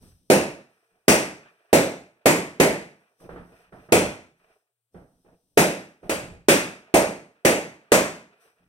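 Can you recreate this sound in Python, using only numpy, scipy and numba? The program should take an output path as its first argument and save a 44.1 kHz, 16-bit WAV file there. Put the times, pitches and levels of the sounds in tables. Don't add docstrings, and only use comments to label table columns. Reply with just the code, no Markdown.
import sys
import numpy as np
from scipy import signal
from scipy.fft import rfft, irfft, next_fast_len
from scipy.io import wavfile
from scipy.ndimage import uniform_filter1d
from numba import njit

SR = 44100
rng = np.random.default_rng(int(sys.argv[2]) if len(sys.argv) > 2 else 0)


def waveform_to_disk(signal):
    frames = np.transpose(np.atleast_2d(signal))
    scaled = np.clip(frames, -1, 1) * 32767
    samples = np.round(scaled).astype(np.int16)
    wavfile.write(sys.argv[1], SR, samples)


def rack_gain(trim_db):
    fader = np.asarray(trim_db, float)
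    return 10 ** (fader / 20)


N = 382788
LEAD_IN = 256
ECHO_LEN = next_fast_len(int(.9 * SR))
ECHO_HZ = np.arange(ECHO_LEN // 2 + 1) * SR / ECHO_LEN


def on_log(table, hz):
    f, value = np.transpose(table)
    return np.interp(np.log(np.maximum(hz, 1)), np.log(f), value)


def band(x, lo_hz, hi_hz):
    return signal.sosfilt(signal.butter(2, [lo_hz, min(hi_hz, .45 * SR)], "band", fs=SR, output="sos"), x)


def swell(s, hold_s, db, rise_db_s, fall_db_s):
    t = np.arange(N) / SR
    power = 0
    for start, hold, level_db in zip(s, hold_s, db):
        climb_db = rise_db_s * np.maximum(start - t, 0)
        sink_db = fall_db_s * np.maximum(t - start - hold, 0)
        power = power + rack_gain(level_db - climb_db - sink_db) ** 2
    return np.sqrt(power)


# f/Hz, share
PORT_LIKENESS = [(30, .8), (60, .87), (130, .93), (290, .93), (600, .78), (1200, .55), (2500, .55),
                 (5000, .48), (9000, .4), (14000, .35)]
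# f/Hz, phase/rad
PORT_LEAD = [(0, 0), (690, .1), (2070, 2.9), (4310, 8.7), (4820, 8.4), (5770, 13.2), (22050, 44)]
# f/Hz, level/dB
PORT_TILT = [(60, -1), (200, 0), (380, -1), (700, -4.5), (1290, -1.5), (2400, .5), (4400, 1.5), (8100, 4),
             (13000, 8.5)]


def ports(own, other):
    hz = np.arange(len(own)) * SR / 2 / (len(own) - 1)
    like = np.clip(on_log(PORT_LIKENESS, hz), 0, 1)
    late = np.exp(-1j * np.interp(hz, *np.transpose(PORT_LEAD)))
    tilt = rack_gain(on_log(PORT_TILT, hz) / 2)
    right = like * own * late + np.sqrt(1 - like ** 2) * other
    return np.array([own * tilt, right / tilt])


# f/Hz, t/s
ROOM_T60 = [(60, .5), (160, 0.55), (420, 0.4), (1100, 0.48), (2900, 0.48), (7700, 0.4), (14000, 0.26)]


def room(colour_db, build_s, sparse_db, sparse_s):
    t = np.arange(ECHO_LEN) / SR
    uneven = rack_gain(sparse_db * np.exp(-t / sparse_s) * rng.exponential(size=ECHO_LEN))
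    uneven = uneven / np.sqrt(uniform_filter1d(uneven ** 2, size=900))
    echoes = ports(*rfft(rng.standard_normal((2, ECHO_LEN)) * uneven)) * rack_gain(colour_db)
    out = 0
    for octave in range(-4, 6):
        share = np.clip(1 - np.abs(np.log2(np.maximum(ECHO_HZ, 1) / 500) - octave), 0, 1)
        decay = rack_gain(-60 * t / on_log(ROOM_T60, 500 * 2. ** octave))
        out = out + irfft(echoes * share, ECHO_LEN) * decay
    mute = np.exp(-(t / .5) ** 4)
    return out * (1 - np.exp(-(t / build_s) ** 2)) * mute


def swing(t, hz, cycles):
    u = t * hz / cycles
    return u ** 2 * np.exp(2 - 2 * u) * np.sin(2 * np.pi * hz * t)


def place(out, s, pan_db, straight, echoes):
    near = ports(rfft(straight, ECHO_LEN), rfft(np.roll(straight, 9), ECHO_LEN))
    near = irfft(near, ECHO_LEN)
    pan = rack_gain(np.array([[pan_db], [-pan_db]]) * .25)
    heard = np.roll(near + echoes, LEAD_IN, axis=1)[:, :-4096] * pan
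    return out + np.pad(heard, ((0, 0), (int(s * SR) - LEAD_IN, N)))[:, :N]


def grainy(modes, grain_db, flutter_db, rate):
    grains = rng.standard_normal((2, N)) * rack_gain(grain_db * rng.exponential(size=N))
    rung = sum(rack_gain(db) * band(grains, f - w / 2, f + w / 2) for f, w, db in modes)
    k = int(SR / rate)
    walk = uniform_filter1d(np.repeat(rng.standard_normal(N // k + 1), k), k)[:N]
    both = irfft(ports(*rfft(rung * rack_gain(flutter_db * walk))), N)
    return both / np.sqrt(np.mean(both ** 2))


# f/Hz, width/Hz, level/dB
MIC_HISS = [(9000, 3500, -1.5), (5200, 60, -12.5), (13000, 5000, -6), (3500, 6000, -8.5), (570, 300, -10.5)]


def noise_floor():
    hum = grainy([(118, 8, 0)], 1.5, 1.5, rate=4) * rack_gain(-94.5)
    return hum + rack_gain(-86) * grainy(MIC_HISS, .3, .7, rate=12)


def shiver():
    s, db = np.transpose(POPS)[:2]
    return swell(s + .01, 0 * s, db - 47.5, rise_db_s=1e4, fall_db_s=54)


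# t/s, hold/s, level/dB
BRUSHES = [(0.024, 0.066, -59.5), (.15, .14, -73), (.7, 0.33, -82.5), (1.499, 0.18, -80), (3.003, .18, -85),
           (3.206, 0.029, -64), (3.303, 0.32, -70), (3.73, 0.14, -70.5), (4.38, .18, -78.5),
           (4.94, 0.046, -71.5), (4.999, .55, -77.5), (6.04, 0.036, -71), (8.414, 0.061, -69),
           (8.549, 0.11, -82.5)]
# f/Hz, width/Hz, level/dB
BRUSH_HISS = [(5200, 200, -2), (5900, 400, -5), (5600, 5600, -9), (8800, 2400, -3), (11300, 3600, -11)]


def brushing():
    brush = swell(*np.transpose(BRUSHES), rise_db_s=700, fall_db_s=151)
    return (brush + rack_gain(-9) * shiver()) * grainy(BRUSH_HISS, 1.5, 1.3, rate=6)


# t/s, hold/s, level/dB
HUMS = [
    (.84, .08, -73),
    (8.452, .018, -61),
]


def balloon_hum():
    nudge = swell(*np.transpose(HUMS), rise_db_s=900, fall_db_s=500)
    return nudge * np.sin(2 * np.pi * 453 * np.arange(N) / SR)


# t/s, hold/s, rumble level/dB, loose rubber pushed along over rumble/dB
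TREADS = [(0.02, 0.054, -51, -23), (0.145, 0.27, -70, -17), (0.92, .06, -77.5, -9.5),
          (3.213, 0.019, -57, 4.5), (3.243, 0.017, -49, 0.5), (3.312, 0.11, -46, -0.5),
          (3.493, 0.045, -58, 2.5), (3.58, 0.11, -69, -12), (3.734, 0.064, -54, -3), (3.83, .05, -64, -8),
          (4.4, .12, -76, -8), (4.956, 0.062, -53, -5.5), (5.126, .07, -68, -10),
          (5.263, 0.068, -61.5, 1.5), (5.44, 0.13, -75, -11), (6.042, 0.027, -47, -1.5),
          (6.218, 0.15, -47.5, -6.5), (8.609, .07, -70.5, -20)]


def treads():
    s, hold_s, db, pushed_db = np.transpose(TREADS)
    tread = swell(s, hold_s, db, rise_db_s=900, fall_db_s=260.5)
    return tread, swell(s, hold_s, db + pushed_db, rise_db_s=900, fall_db_s=260.5)


# t/s, hold/s, rustle level/dB, squeak over rustle/dB
STIRS = [(.04, .08, -80, 8), (.72, 0.24, -75.5, -3.5), (.98, .08, -76.5, -4.5), (1.44, 0.037, -62, 4.5),
         (1.6, 0.13, -73, 4.5), (2.17, 0.12, -76, 0.5), (3.03, 0.04, -70.5, -1), (3.55, 0.11, -65, 2),
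         (3.8, 0.058, -63.5, 0), (4.42, 0.095, -66.5, -1), (5.98, .03, -75, -4.5), (6.85, 0.05, -62.5, 0),
         (7.36, 0.099, -73.5, -0.5), (7.83, .07, -68.5, 1), (8.33, .06, -70, 1.5), (8.43, 0.052, -66, 2),
         (8.58, 0.057, -72, 1)]


def stirs():
    s, hold_s, db, squeak_db = np.transpose(STIRS)
    stir = swell(s, hold_s, db, rise_db_s=352, fall_db_s=186.5)
    return stir, swell(s, hold_s, db + squeak_db, rise_db_s=352, fall_db_s=186.5)


# f/Hz, width/Hz, level/dB
BOARD_RUMBLE = [(55, 5.3, -4), (173, 15, 4.5), (123, 240, -4), (241.9, 51, -11)]
# f/Hz, width/Hz, level/dB
LOOSE_RUSTLE = [(455, 68, 3), (464, 500, 0.5), (630, 67, -4.5), (360, 190, -13.5)]
# f/Hz, width/Hz, level/dB
GARLAND = [(455, 80, 0), (560, 330, -1), (654, 180, -4), (840, 130, -13)]
# f/Hz, width/Hz, level/dB
SQUEAK = [(1190, 1200, -7), (1625, 1100, 3.5), (2310, 400, 1)]


def scuffs():
    tread, pushed = treads()
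    stir, squeak = stirs()
    shaken = shiver()
    boards = tread * grainy(BOARD_RUMBLE, 1.5, 1.0, rate=60)
    loose = pushed * grainy(LOOSE_RUSTLE, 1.1, 2.1, rate=99)
    garland = (stir + shaken) * grainy(GARLAND, 1.1, 4.5, rate=68)
    rub_gain = rack_gain(-14) * pushed + squeak + rack_gain(-0.5) * shaken
    return boards + loose + garland + rub_gain * grainy(SQUEAK, 1.5, 2.2, rate=84)


# t/s, level/dB, boom centre f/Hz
HEELS = [
    (.03, -29.5, 59.3),
    (.08, -29.5, 70.7),
    (1.73, -20, 60.1),
    (3.923, 0, 120),
    (6.099, -18.5, 75),
    (6.2, -19.5, 80),
    (6.3, -22.5, 84.4),
    (6.945, -19, 55),
    (7.45, -18, 55),
]


def heels():
    out = 0
    for s, db, hz in HEELS:
        boom_db = db + on_log([(hz / 3, -9), (hz, 0), (hz * 2, -3), (hz * 4, -36), (hz * 9, -90)], ECHO_HZ)
        out = place(out, s, 0, np.zeros(8), room(boom_db, 0.0091, 1.5, 0.02))
    return out


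# t/s, peak level/dB, ring f/Hz, click level/dB, low thump level/dB
KNOCKS = [(0.029, -53, 419, -17, -8), (3.201, -59, 526, -1, -10.5), (3.246, -40.5, 393, -30, -11.5),
          (3.292, -32, 471, -11, -11), (3.359, -35, 367.4, -9, -14), (3.724, -34.5, 400, -12.5, -8),
          (3.889, -36, 386.5, -12, -5), (4.946, -34.5, 415, -18, -5.5), (5.248, -47.5, 373, -20.5, -16),
          (6.031, -32.5, 401, -19.5, -15.5), (8.455, -57, 455, -18, -10)]
# f/Hz, level per Hz/dB
THUD = [(18, -48), (30, -20), (181, -2), (234, -7.5), (640, -5), (1030, -20.5), (1330, -18), (2360, -28),
        (2810, -32), (5000, -47), (6500, -80.5), (11000, -120)]


def knocks():
    out, t = 0, np.arange(4096) / SR
    for s, db, hz, click_db, thump_db in KNOCKS:
        knock = swing(t, hz, 0.99) + rack_gain(thump_db - 1.0) * swing(t, 173, 2.5)
        own_db = on_log([(220, thump_db + 5.5), (350, 0.0029), (750, 0.023), (1100, click_db + 18.5),
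                         (1900, click_db + 18.0), (2600, click_db + 13.0)], ECHO_HZ)
        echoes = room(db + 12.0 + own_db + on_log(THUD, ECHO_HZ), 0.002, 3.3, 0.039)
        out = place(out, s - .002, -2, rack_gain(db - 6.0) * knock, echoes)
    return out


# t/s, peak level/dB, air swing f/Hz, boom (480-750 Hz) level/dB, crack level/dB
POPS = [(0.299, -3, 397, -7.5, -22.5), (1.079, -3, 402, -8.5, -18.5), (1.728, -3, 440, -6, -22),
        (2.256, -3.5, 470, -9, -20), (2.598, -3.5, 405, -7.5, -22.5), (3.92, -4.5, 364, -7.5, -20.5),
        (5.572, -3.5, 362, -8, -20.5), (6.093, -17.5, 318, -5.5, -17), (6.483, -4.5, 376, -9, -17.5),
        (6.939, -5.5, 333, -4, -21), (7.448, -5, 455, -6, -20), (7.917, -5, 400, -6.5, -17.5)]
# f/Hz, level per Hz/dB
WALLS = [(25, -31.5), (60, -16.5), (112, -13.5), (175, -1.5), (235, -2), (330, 1.5), (600, 0.5), (720, -9),
         (1130, -12), (2500, -2.5), (4300, -23.5), (8900, -21), (10500, -26), (16000, -34.5)]


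def pops():
    out, t = 0, np.arange(2048) / SR
    for s, db, hz, boom_db, mid_db in POPS:
        top_db = mid_db + 1.33
        rip = rng.standard_normal((2, len(t))) * (1 - np.exp(-t / 0.00047)) * np.exp(-t / 0.0035)
        crack = rack_gain(mid_db + 16) * band(rip[0], 1300, 3700) + rack_gain(top_db + 3) * band(rip[1], 3000, 15000)
        shove = rack_gain(-17.5) * swing(t, 130, 0.36)
        straight = rack_gain(db + 1.0) * (swing(t, hz, 0.92) + shove + crack)
        own_db = on_log([(400, 0.0022), (500, boom_db + 8), (750, boom_db + 12.0), (1100, mid_db + 21.0),
                         (3200, mid_db + 13.5), (4500, top_db + 23.5)], ECHO_HZ)
        ripple_db = np.interp(ECHO_HZ, np.linspace(0, SR / 2, num=64), rng.standard_normal(64))
        ripple_db = 1.4 * ripple_db * (ECHO_HZ > 900)
        echoes = room(db + 10.5 + own_db + ripple_db + on_log(WALLS, ECHO_HZ), 0.0022, 4, 0.021)
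        out = place(out, s + .0011, 0, straight, echoes)
    return out


def scene():
    friction = brushing() + balloon_hum() + scuffs()
    return noise_floor() + friction + heels() + knocks() + pops()


@njit
def limiter(peak, top, ratio, attack, release):
    gain, e = np.ones(len(peak)), 0.
    for i in range(len(peak)):
        e += (peak[i] - e) * (attack if peak[i] > e else release)
        if e > top:
            gain[i] = (top / e) ** (1 - 1 / ratio)
    return gain


def top_cut(x):
    return signal.sosfilt(signal.butter(12, 16760, fs=SR, output="sos"), x)


def record(dry):
    attack, release = 1 / (0.0012 * SR), 1 / (0.027 * SR)
    gain = limiter(np.abs(dry).max(axis=0), float(rack_gain(-3.5)), 1.4, attack, release)
    rounded = np.tanh(0.84 * dry * gain) / 0.98
    mix = signal.sosfilt(signal.ellip(8, .2, 60, 15900, fs=SR, output="sos"), rounded)
    return top_cut(mix)


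dry = scene()
out = record(dry)
waveform_to_disk(out)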